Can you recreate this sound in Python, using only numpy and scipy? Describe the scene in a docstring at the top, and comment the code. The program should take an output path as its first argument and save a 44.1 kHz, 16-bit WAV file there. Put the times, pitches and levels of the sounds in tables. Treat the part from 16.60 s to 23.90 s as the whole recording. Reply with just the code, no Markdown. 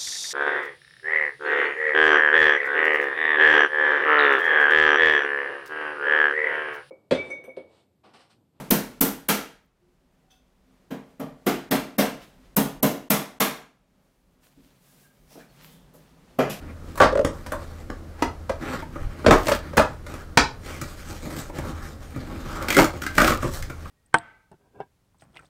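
"""Opening a perforated cardboard box

Perforation bridges snap, a fingertip judders on the lid, the flap rips and tears, and its crease pops:
bursts of random fibre breaks excite card, box and room resonances. Pods and fingers bump the walls,
hands rub the card (filtered grains) and the desk rumbles (filtered noise).
The microphone is close, in a small room with faint air noise and a low wavering hum."""
import sys
import numpy as np
from scipy import signal
from scipy.fft import rfft, irfft, next_fast_len
from scipy.io import wavfile
from scipy.ndimage import uniform_filter1d, map_coordinates

SR = 44100
rng = np.random.default_rng(int(sys.argv[2]) if len(sys.argv) > 2 else 0)


def transcribe(u):
    """Save the signal u as a 16-bit wav file named by the first command-line argument.

    u: samples, shape (n,) or (channels, n), limited to [-1, 1]; the rate is SR.
    q: integer samples, one column per channel.
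    """
    v = np.clip(np.atleast_2d(u).T, -1, 1)
    q = np.round(v * 32767).astype(np.int16)
    wavfile.write(sys.argv[1], SR, q)


N = 321930
RING = 16384  # length of impulse responses and blows [samples]
BLOW = SR // 50  # span over which the energy of a blow is averaged [samples]

# spectral shape of the lid's card: (frequency [Hz], relative density [dB per Hz])
CARD_SPECTRUM = [(29, -45), (50, -4), (163, -4), (297, 0.5), (387, -5.5), (612, 2), (760, -7), (1120, -4),
                 (1990, -14), (2190, -22.5), (2410, -18.5), (2720, -21.5), (8250, -33.5), (14700, -51.5),
                 (15800, -61)]
# spectral shape of the flap: (frequency [Hz], relative density [dB per Hz])
FLAP_SPECTRUM = [(59, -72), (100, -22), (135, -4.5), (271, -2), (314, 1.5), (460, -15), (533, -6.5),
                 (764, -12.5), (849, -16), (1440, -12.5), (3740, -23.5), (8020, -27.5), (11000, -33.5),
                 (14800, -29.5), (15800, -57)]
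# spectral shape of rubbed or bumped card: (frequency [Hz], relative density [dB per Hz])
RUB_SPECTRUM = [(76, -22), (130, 7), (190, 0.5), (315, 4.5), (470, -15), (520, -9), (761, -7), (1310, -3.5),
                (2750, -18.5), (4110, -22.5), (4640, -23), (7980, -26), (10800, -34.5), (14300, -32.5),
                (15800, -58)]


def amp(db):
    """Level: converts decibels to an amplitude ratio."""
    return 10 ** (np.asarray(db) / 20)


def unit(x):
    """Normalisation: scales x to an rms of 1."""
    return x / np.sqrt(np.mean(x ** 2) + 1e-20)


def along(points, hz):
    """Interpolation: reads (frequency, value) points on a logarithmic frequency axis."""
    f, v = np.transpose(points)
    return np.interp(np.log(hz + 1), np.log(f + 1), v)


def wobble(rate):
    """Slow fluctuation: a smooth curve through `rate` random knots a second."""
    knots = rng.standard_normal(int(N * rate / SR) + 4)
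    return map_coordinates(knots, [np.arange(N) * rate / SR])


def add(track, s, sound):
    """Superposition: mixes a sound into the track at time s [s]."""
    start = max(round(s * SR), 0)
    track[start:start + len(sound)] += sound[:max(N - start, 0)]


def through(x, response):
    """Linear system: convolves x with an impulse response."""
    return signal.fftconvolve(x, response)[:len(x)]


def bands(x, *edges_hz):
    """Filter bank: splits x at the given frequencies, lowest band first."""
    cuts = [(edges_hz[0], "low")]
    cuts += [(pair, "band") for pair in zip(edges_hz, edges_hz[1:])]
    cuts += [(edges_hz[-1], "high")]
    filters = [signal.butter(4, hz, kind, fs=SR, output="sos") for hz, kind in cuts]
    return [signal.sosfilt(sos, x) for sos in filters]


def colour(spectrum):
    """Minimum phase: folding the cepstrum gives a causal response of energy 1 with this spectral shape."""
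    magnitude = amp(along(spectrum, np.fft.rfftfreq(RING, 1 / SR)))
    cepstrum = irfft(np.log(magnitude + 1e-6))
    cepstrum[1:RING // 2] *= 2
    cepstrum[RING // 2 + 1:] = 0
    response = irfft(np.exp(rfft(cepstrum)))
    return response / np.linalg.norm(response)


def box(spectrum, ring_db, detune):
    """Modal resonance: the card's broad response plus decaying box modes, which shift with the grip."""
    # walls and enclosed air: (nominal frequency [Hz], bandwidth [Hz], relative peak level [dB])
    modes = [(127, 15, 9), (212, 38, 12.5), (290, 7.9, 11), (443, 13, 1), (475, 20.5, 10), (612, 54, 20),
             (902, 14, 3), (957, 185, 10.5), (1150, 67, -2), (1274, 76, -7.5), (1500, 51, -10.5),
             (1760, 170, -10), (1895, 53, 5), (2373, 150, -1)]
    t = np.arange(RING // 4) / SR
    ring = np.zeros(len(t))
    for k, (hz, width, db) in enumerate(modes):
        shifted_hz = hz * np.exp(detune * rng.normal())
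        decay = np.exp(-np.pi * width * t)
        ring += (-1) ** k * amp(db) * width * decay * np.cos(2 * np.pi * shifted_hz * t)
    ring = np.pad(ring / np.linalg.norm(ring), (0, RING - len(t)))
    return colour(spectrum) + amp(ring_db) * ring


def room(wet_db):
    """Reverberation: direct sound, then a fresh diffuse tail with a decay time for each frequency."""
    # reverberation time: (frequency [Hz], time to decay by 60 dB [s])
    decay_times = [(100, 0.21), (260, 0.25), (700, 0.3), (1840, 0.24), (4850, 0.26), (12800, 0.16)]
    hz, t, z = signal.stft(rng.standard_normal(RING), SR, nperseg=256)
    decay = amp(-60 * t / along(decay_times, hz)[:, None])
    tail = signal.istft(z * decay, SR, nperseg=256)[1][:RING]
    tail *= 1 - np.exp(-(np.arange(RING) / SR / .003) ** 2)  # builds up within a few milliseconds
    response = amp(wet_db) * tail / np.linalg.norm(tail)
    response[0] += 1
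    return response


def fibres(size, rate, spread_db):
    """Fracture noise: tiny breaks at random moments (rate per second), a few much larger than the rest."""
    sizes = amp(spread_db * np.clip(rng.standard_normal(size), -2, 2))
    signs = rng.choice([-1, 1], size)
    return sizes * signs * (rng.random(size) < rate / SR)


def gesture(start, length, attack, release):
    """Force envelope: a push builds up exponentially before start, holds at 1 and lets go."""
    t = np.arange(N) / SR - start
    return np.exp(np.minimum(t, 0) / attack - np.maximum(t - length, 0) / release)


def resonate(x, hz, q, boost_db):
    """Resonance: adds the response of one lightly damped mode to x."""
    return x + amp(boost_db) * signal.lfilter(*signal.iirpeak(hz, q, SR), x)


def band_levels(x):
    """Band energy: thump, panel, crack and fizz levels [dB], the energy averaged over BLOW samples."""
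    # limits of the four bands: (thump from, panel from, crack from, fizz from, fizz to) [Hz]
    edges_hz = (90, 400, 2500, 9300, 15500)
    power = 2 * np.abs(rfft(x)) ** 2 / len(x) / BLOW
    in_band = np.histogram(np.fft.rfftfreq(len(x), 1 / SR), edges_hz, weights=power)[0]
    return 10 * np.log10(in_band + 1e-20)


def voiced(x, levels_db):
    """Equalisation: tilts x smoothly towards four band levels, then sets the panel level exactly."""
    # centres of the bands: (thump, panel, crack, fizz) [Hz]
    centres_hz = (230, 900, 4800, 12000)
    x = through(x, colour(list(zip(centres_hz, levels_db - band_levels(x)))))
    return x * amp(levels_db[1] - band_levels(x)[1])


def blow(spectrum, levels_db, hz, length, rate, rise, first_db, ring_db, flex_q, flex_db, wet_db):
    """Impulsive excitation: one release amid a dying burst of breaks makes card, box and room ring."""
    t = np.arange(RING) / SR
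    envelope = np.exp(-(t / length) ** 2) * (1 - np.exp(-(t / rise) ** 2))
    burst = fibres(RING, rate, spread_db=4) * envelope
    burst[int(rise * SR)] += amp(first_db) * np.linalg.norm(burst[:BLOW // 2]) + 1e-6  # the release
    walls = through(burst, box(spectrum, ring_db, detune=0.042))
    card = resonate(walls, hz, flex_q, flex_db)
    return voiced(through(card, room(wet_db)), levels_db)


def snapping():
    """Brittle fracture: perforation bridges release their strain, singly or in quick runs, and the lid rings."""
    # bridges giving way: (time [s], panel level [dB], thump re panel [dB], crack re panel [dB],
    # fizz re panel [dB], flexing pitch [Hz], burst length [s])
    snaps = [(0.354, -41, -12, -10, -13, 550, .008), (0.373, -30.5, -12, -12, -14, 550, 0.016),
             (.4, -10.5, -19.5, -20.5, -37, 1400, 0.0077), (.411, -8, -11.5, -15.5, -37, 620, 0.037),
             (0.646, -21, 5, -7, -19, 1150, 0.0076), (0.861, -37, -2, -6, -15, 1010, 0.01),
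             (.918, -26.5, -10, -16.5, -18, 1180, .008), (1.299, -33.5, 3, -12.5, -30, 1300, 0.0039),
             (1.621, -19, -.5, -10.5, -26.5, 1310, 0.0082), (1.893, -25.5, -11, -16, -32, 566, 0.0085),
             (2.643, -26.5, 0, -25, -35, 580, .008), (2.661, -9, -7, -13, -38, 438, 0.0087),
             (2.681, -13, 6, -15, -36, 467, 0.0046), (2.707, -8.5, -3.5, -12.5, -30, 990, 0.0083),
             (2.721, -12, -2.5, -16.5, -33, 1110, .02), (2.867, -26.5, -7, 0, -18, 640, 0.01),
             (2.881, -21, -7, -10, -17.5, 1410, 0.011), (2.915, -21, -7.5, -3.5, -23, 1480, 0.011),
             (3.131, -33, -6, -20, -35, 550, 0.011), (3.168, -20, -5, -4, -10.5, 1410, 0.011),
             (3.175, -11.5, -6.5, -13, -30, 810, 0.013), (3.193, -15.5, -15, -20.5, -30, 1460, 0.0093),
             (3.463, -40, -10, -7, -17, 1400, 0.01), (3.538, -39, 3, -2, -11, 1200, 0.0046)]
    out = np.zeros(N)
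    for s, db, thump_db, crack_db, fizz_db, hz, length in snaps:
        levels_db = db + np.array([thump_db, 0, crack_db, fizz_db])
        add(out, s, blow(CARD_SPECTRUM, levels_db, hz, length, rate=4500, rise=.0027, first_db=-10.5,
                         ring_db=-9.5, flex_q=4.1, flex_db=-4.5, wet_db=-3.0))
    return out


def ripping(length=0.0059, fizz_db=-9.5):
    """Stick-slip fracture: each jerk on the flap breaks a short stretch of its edge; fizz is re crack."""
    # jerks along the side: (time [s], panel level [dB], thump re panel [dB], crack re panel [dB],
    # flexing pitch [Hz])
    rips = [(6.022, -41, -16, 6, 2200), (6.083, -26.5, -7, -2, 2200), (6.102, -22, -22, -3, 2220),
            (6.123, -26.5, -27, -2, 2310), (6.144, -23.5, -18, -2, 2000), (6.165, -13.5, 1.5, -8.5, 1450),
            (6.185, -11, -11, -15.5, 940), (6.241, -25, -10, -2.5, 1280), (6.417, -32.5, -4, -2, 1420),
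            (6.433, -34.5, -5, -4, 1470), (6.463, -26, -9, -7, 1560), (6.579, -10.5, -13, -14.5, 1370),
            (6.599, -19.5, -4, -10, 1240), (6.615, -14.5, -6.5, -11, 1700), (6.643, -21.5, -6, -7.5, 1980),
            (6.676, -18, -6, -8, 1170), (6.703, -22.5, -2.5, -13, 1210), (6.717, -21.5, -13, -17.5, 1220),
            (7.023, -39.5, -29, 4.5, 1800)]
    out = np.zeros(N)
    for s, db, thump_db, crack_db, hz in rips:
        levels_db = db + np.array([thump_db, 0, crack_db, crack_db + fizz_db])
        add(out, s, blow(FLAP_SPECTRUM, levels_db, hz, length, rate=2500, rise=.0035, first_db=-13.5,
                         ring_db=-6.0, flex_q=5.3, flex_db=6, wet_db=-3))
    return out


def popping(length=0.0066):
    """Sudden buckling: the crease of the folded flap gives way, with a dry broad crack and a push of air."""
    # the pop: (time [s], panel level [dB], thump re panel [dB], crack re panel [dB], fizz re panel [dB])
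    pop = (3.772, -8.5, -6, -4, -27.5)
    # spectral shape of the crease: (frequency [Hz], relative density [dB per Hz])
    crease = [(30, -32), (55, -1), (110, 0.5), (230, -8), (450, -6), (950, -4.5), (2400, -11.5),
              (3300, -22), (4800, -21.5), (8300, -27), (10500, -40.5), (15500, -37)]
    out = np.zeros(N)
    s, db, thump_db, crack_db, fizz_db = pop
    levels_db = db + np.array([thump_db, 0, crack_db, fizz_db])
    add(out, s, blow(crease, levels_db, hz=980, length=length, rate=8000, rise=.002, first_db=-10,
                     ring_db=-16, flex_q=11, flex_db=-9, wet_db=-3))
    return out


def tearing(thump_db=-3, attack=0.019, release=0.027):
    """Progressive fracture: a running tear breaks fibres in clumps, which shake the flap."""
    # running tears: (start [s], length [s], fibre level [dB], panel level [dB])
    tears = [(2.73, 0.13, -46.5, -48), (2.872, 0.086, -38.5, -37), (6.186, 0.037, -26, -17),
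             (6.578, 0.15, -34, -33.5)]
    breaks = fibres(N, rate=700, spread_db=6) * amp(3 * wobble(110))
    flap = through(breaks, box(FLAP_SPECTRUM, ring_db=-6, detune=.02))
    sound = through(flap, room(-6))
    thump, panel, crackle = map(unit, bands(sound, 345, 2630))
    body = panel + amp(thump_db) * thump
    out = np.zeros(N)
    for s, length, fibre_db, panel_db in tears:
        pull = gesture(s, length, attack, release)
        out += pull * (amp(fibre_db) * crackle + amp(panel_db) * body)
    return out


def judder(length=0.01704, level_db=1, scrape_db=-17, wet_db=-13):
    """Stick-slip friction: each slip scrapes briefly and swings the lid, rising then falling in pitch."""
    # fingertip slips: (time [s], level before the common gain level_db [dB], highest pitch [Hz])
    slips = [(.403, -8, 576), (.525, -17.5, 566), (.553, -14, 583), (.574, -13.5, 588), (.592, -12, 597),
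             (.612, -20, 580), (1.897, -19.5, 563), (2.884, -14, 628), (2.915, -13.5, 606),
             (3.193, -11.5, 638)]
    out = np.zeros(N)
    u = np.linspace(0, 1, int(length * SR))
    arch = 1 - .4 * (2 * u - 1) ** 2
    for s, db, hz in slips:
        phase = 2 * np.pi * np.cumsum(hz * arch) / SR
        swing = np.abs(np.sin(np.pi * u)) ** .5 * np.sin(phase)
        fading_noise = rng.standard_normal(len(u)) * (1 - u) ** 2
        scrape = unit(through(fading_noise, colour(CARD_SPECTRUM)))
        slip = np.pad(swing + amp(scrape_db) * scrape, (0, RING))
        add(out, s, amp(db + level_db) * through(slip, room(wet_db)))
    return out


def bumping(centre_hz=1080, scatter=0.22, length=0.012, fizz_db=-8.5):
    """Soft impact: pods and fingers knock the walls, each spot with its own pitch; fizz is re crack."""
    # knocks: (time [s], panel level [dB], thump re panel [dB], crack re panel [dB])
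    bumps = [(.928, -29.5, -15, -40), (2.22, -35.5, -5, -19), (2.354, -34.5, -2, -28),
             (4.211, -34.5, 10.5, 4.5), (4.654, -40, 8, -26), (4.893, -38.5, -3, -20), (4.982, -34, 9, -6),
             (5.043, -39.5, 4, -25), (5.558, -42, 19.5, -8), (6.33, -40.5, 9, -10), (6.824, -28, -1, -19),
             (6.842, -27.5, 9.5, -22), (7.096, -37, 5, -7), (7.25, -40.5, -2, -17)]
    out = np.zeros(N)
    for s, db, thump_db, crack_db in bumps:
        hz = centre_hz * np.exp(scatter * (2 * rng.random() - 1))
        levels_db = db + np.array([thump_db, 0, crack_db, crack_db + fizz_db])
        add(out, s, blow(RUB_SPECTRUM, levels_db, hz, length, rate=1600, rise=0.00386, first_db=-11.5,
                         ring_db=-1.5, flex_q=9.8, flex_db=13, wet_db=-4.5))
    return out


def patchy(x, depth_db):
    """Time-varying filtering: the colour of x drifts as the contact patch moves."""
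    z = signal.stft(x, nperseg=512)[2]
    field = uniform_filter1d(rng.standard_normal(z.shape), size=9, axis=0)  # smooth over frequency
    field = uniform_filter1d(field, size=12, axis=1)  # smooth over time
    return signal.istft(z * amp(depth_db * unit(field)), nperseg=512)[1][:N]


def handling(attack=0.026, release=0.041):
    """Sliding friction: skin and desk drag over the card in fine catches, and the box booms softly."""
    # hand strokes: (start [s], length [s], rub level [dB], hollow re rub [dB], hiss re rub [dB])
    strokes = [(0, .1, -52.5, 7.5, -21), (0.276, 0.036, -50.5, 5.5, -7.5), (0.73, 0.48, -52, 4, -8),
               (1.59, 0.045, -44, -5, -18), (2.038, 0.13, -35, -3.5, -15.5), (2.336, 0.45, -48.5, 6, -12.5),
               (3.027, 0.29, -46.5, 5.5, -13.5), (3.497, 0.1, -43.5, -1.5, -10.5),
               (4.061, 0.18, -42, -2, -7.5), (4.19, 0.58, -46, -0.5, -4.5), (4.659, 0.13, -41.5, 6, -5),
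               (4.763, 0.066, -39, -2, -4.5), (4.964, 0.14, -41, 4.5, -10.5), (5.1, .12, -45.5, 1, -11),
               (5.23, 0.054, -43.5, 1, -8), (5.426, 0.12, -51.5, 1, -6.5), (5.553, 0.28, -45, 7, -13),
               (5.81, 0.32, -39.5, 2, -12), (6.325, 0.21, -46.5, 1.5, -9), (6.828, 0.065, -40.5, -7, -5.5),
               (6.929, 0.045, -40.5, -9, 1.5), (7.023, 0.36, -50.5, -5, -6.5)]
    # hands that only hold the box: (hollow level [dB], rub level [dB], hiss level [dB])
    resting_db = (-49, -60, -77)
    grains = fibres(N, rate=2500, spread_db=5) * amp(2.2 * wobble(35))
    catches = patchy(grains, depth_db=2.3)
    card = through(catches, box(RUB_SPECTRUM, ring_db=-10, detune=0.014))
    sound = through(card, room(wet_db=-4.0))
    gains = amp(resting_db)[:, None]
    for s, length, db, hollow_db, hiss_db in strokes:
        stroke = gesture(s, length, attack, release)
        stroke_gains = np.outer(amp([db + hollow_db, db, db + hiss_db]), stroke)
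        gains = np.maximum(gains, stroke_gains)
    return sum(gain * unit(band) for gain, band in zip(gains, bands(sound, 470, 3980)))


def holding(breaks, hold_db=-43, recoil_db=-22.5, recoil_s=0.031, attack=.025, release=0.06):
    """Force-driven noise: the desk rumbles under the hand, more with shoves and recoil from breaking card."""
    # shoves of the box against the desk: (start [s], length [s], rumble level [dB])
    shoves = [(2.414, 0.055, -29), (4.994, 0.2, -35.5), (5.598, .4, -36.5), (6.587, .44, -32)]
    # spectral shape of the desk: (frequency [Hz], relative density [dB per Hz])
    rumble = [(8.8, -44), (15, 0.5), (32, 4.5), (70, -4.5), (87, -1.5), (102, -5.5), (160, -15), (210, -43),
              (350, -120)]
    keep = np.exp(-1 / (recoil_s * SR))  # smoothing with time constant recoil_s
    smoothed = signal.lfilter([1 - keep], [1, -keep], np.abs(breaks))
    recoil = amp(recoil_db) * np.sqrt(smoothed)
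    shove = sum(amp(db) * gesture(s, length, attack, release) for s, length, db in shoves)
    force = np.sqrt(amp(hold_db) ** 2 + recoil ** 2 + shove ** 2)
    return force * unit(through(rng.standard_normal(N), colour(rumble)))


def room_tone(hum_hz=79, hum_db=-43, air_db=-48.5):
    """Stationary background: shaped air noise and a low hum wavering in phase and level."""
    # spectral shape of the air noise: (frequency [Hz], relative density [dB per Hz])
    air = [(12, -40), (20, -43), (88, -2), (197, -6.5), (308, -24), (431, -11), (554, -9.5), (866, -21.5),
           (1250, -18), (2800, -31.5), (4370, -31.5), (14100, -40), (15800, -45)]
    phase = 2 * np.pi * hum_hz * np.arange(N) / SR + .5 * wobble(3.7)
    hum = np.sin(phase) * amp(1.7 * wobble(8.6))
    noise = through(rng.standard_normal(N), colour(air))
    return amp(hum_db) * unit(hum) + amp(air_db) * unit(noise)


def scene():
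    """Superposition: all sources add at one close microphone."""
    breaks = snapping() + popping() + ripping() + tearing()
    contact = bumping() + judder() + handling() + holding(breaks)
    return (breaks + contact + room_tone())[None]


def record(dry, ceiling=0.76, hardness=5, top_hz=15700):
    """Saturation and band limiting: the loudest peaks are rounded off, nothing stays above top_hz."""
    rounded = dry / (1 + np.abs(dry / ceiling) ** hardness) ** (1 / hardness)
    m = next_fast_len(N + RING)
    passed = np.fft.rfftfreq(m, 1 / SR) < top_hz
    return irfft(rfft(rounded, m) * passed, m)[..., :N]


dry = scene()
out = record(dry)
transcribe(out)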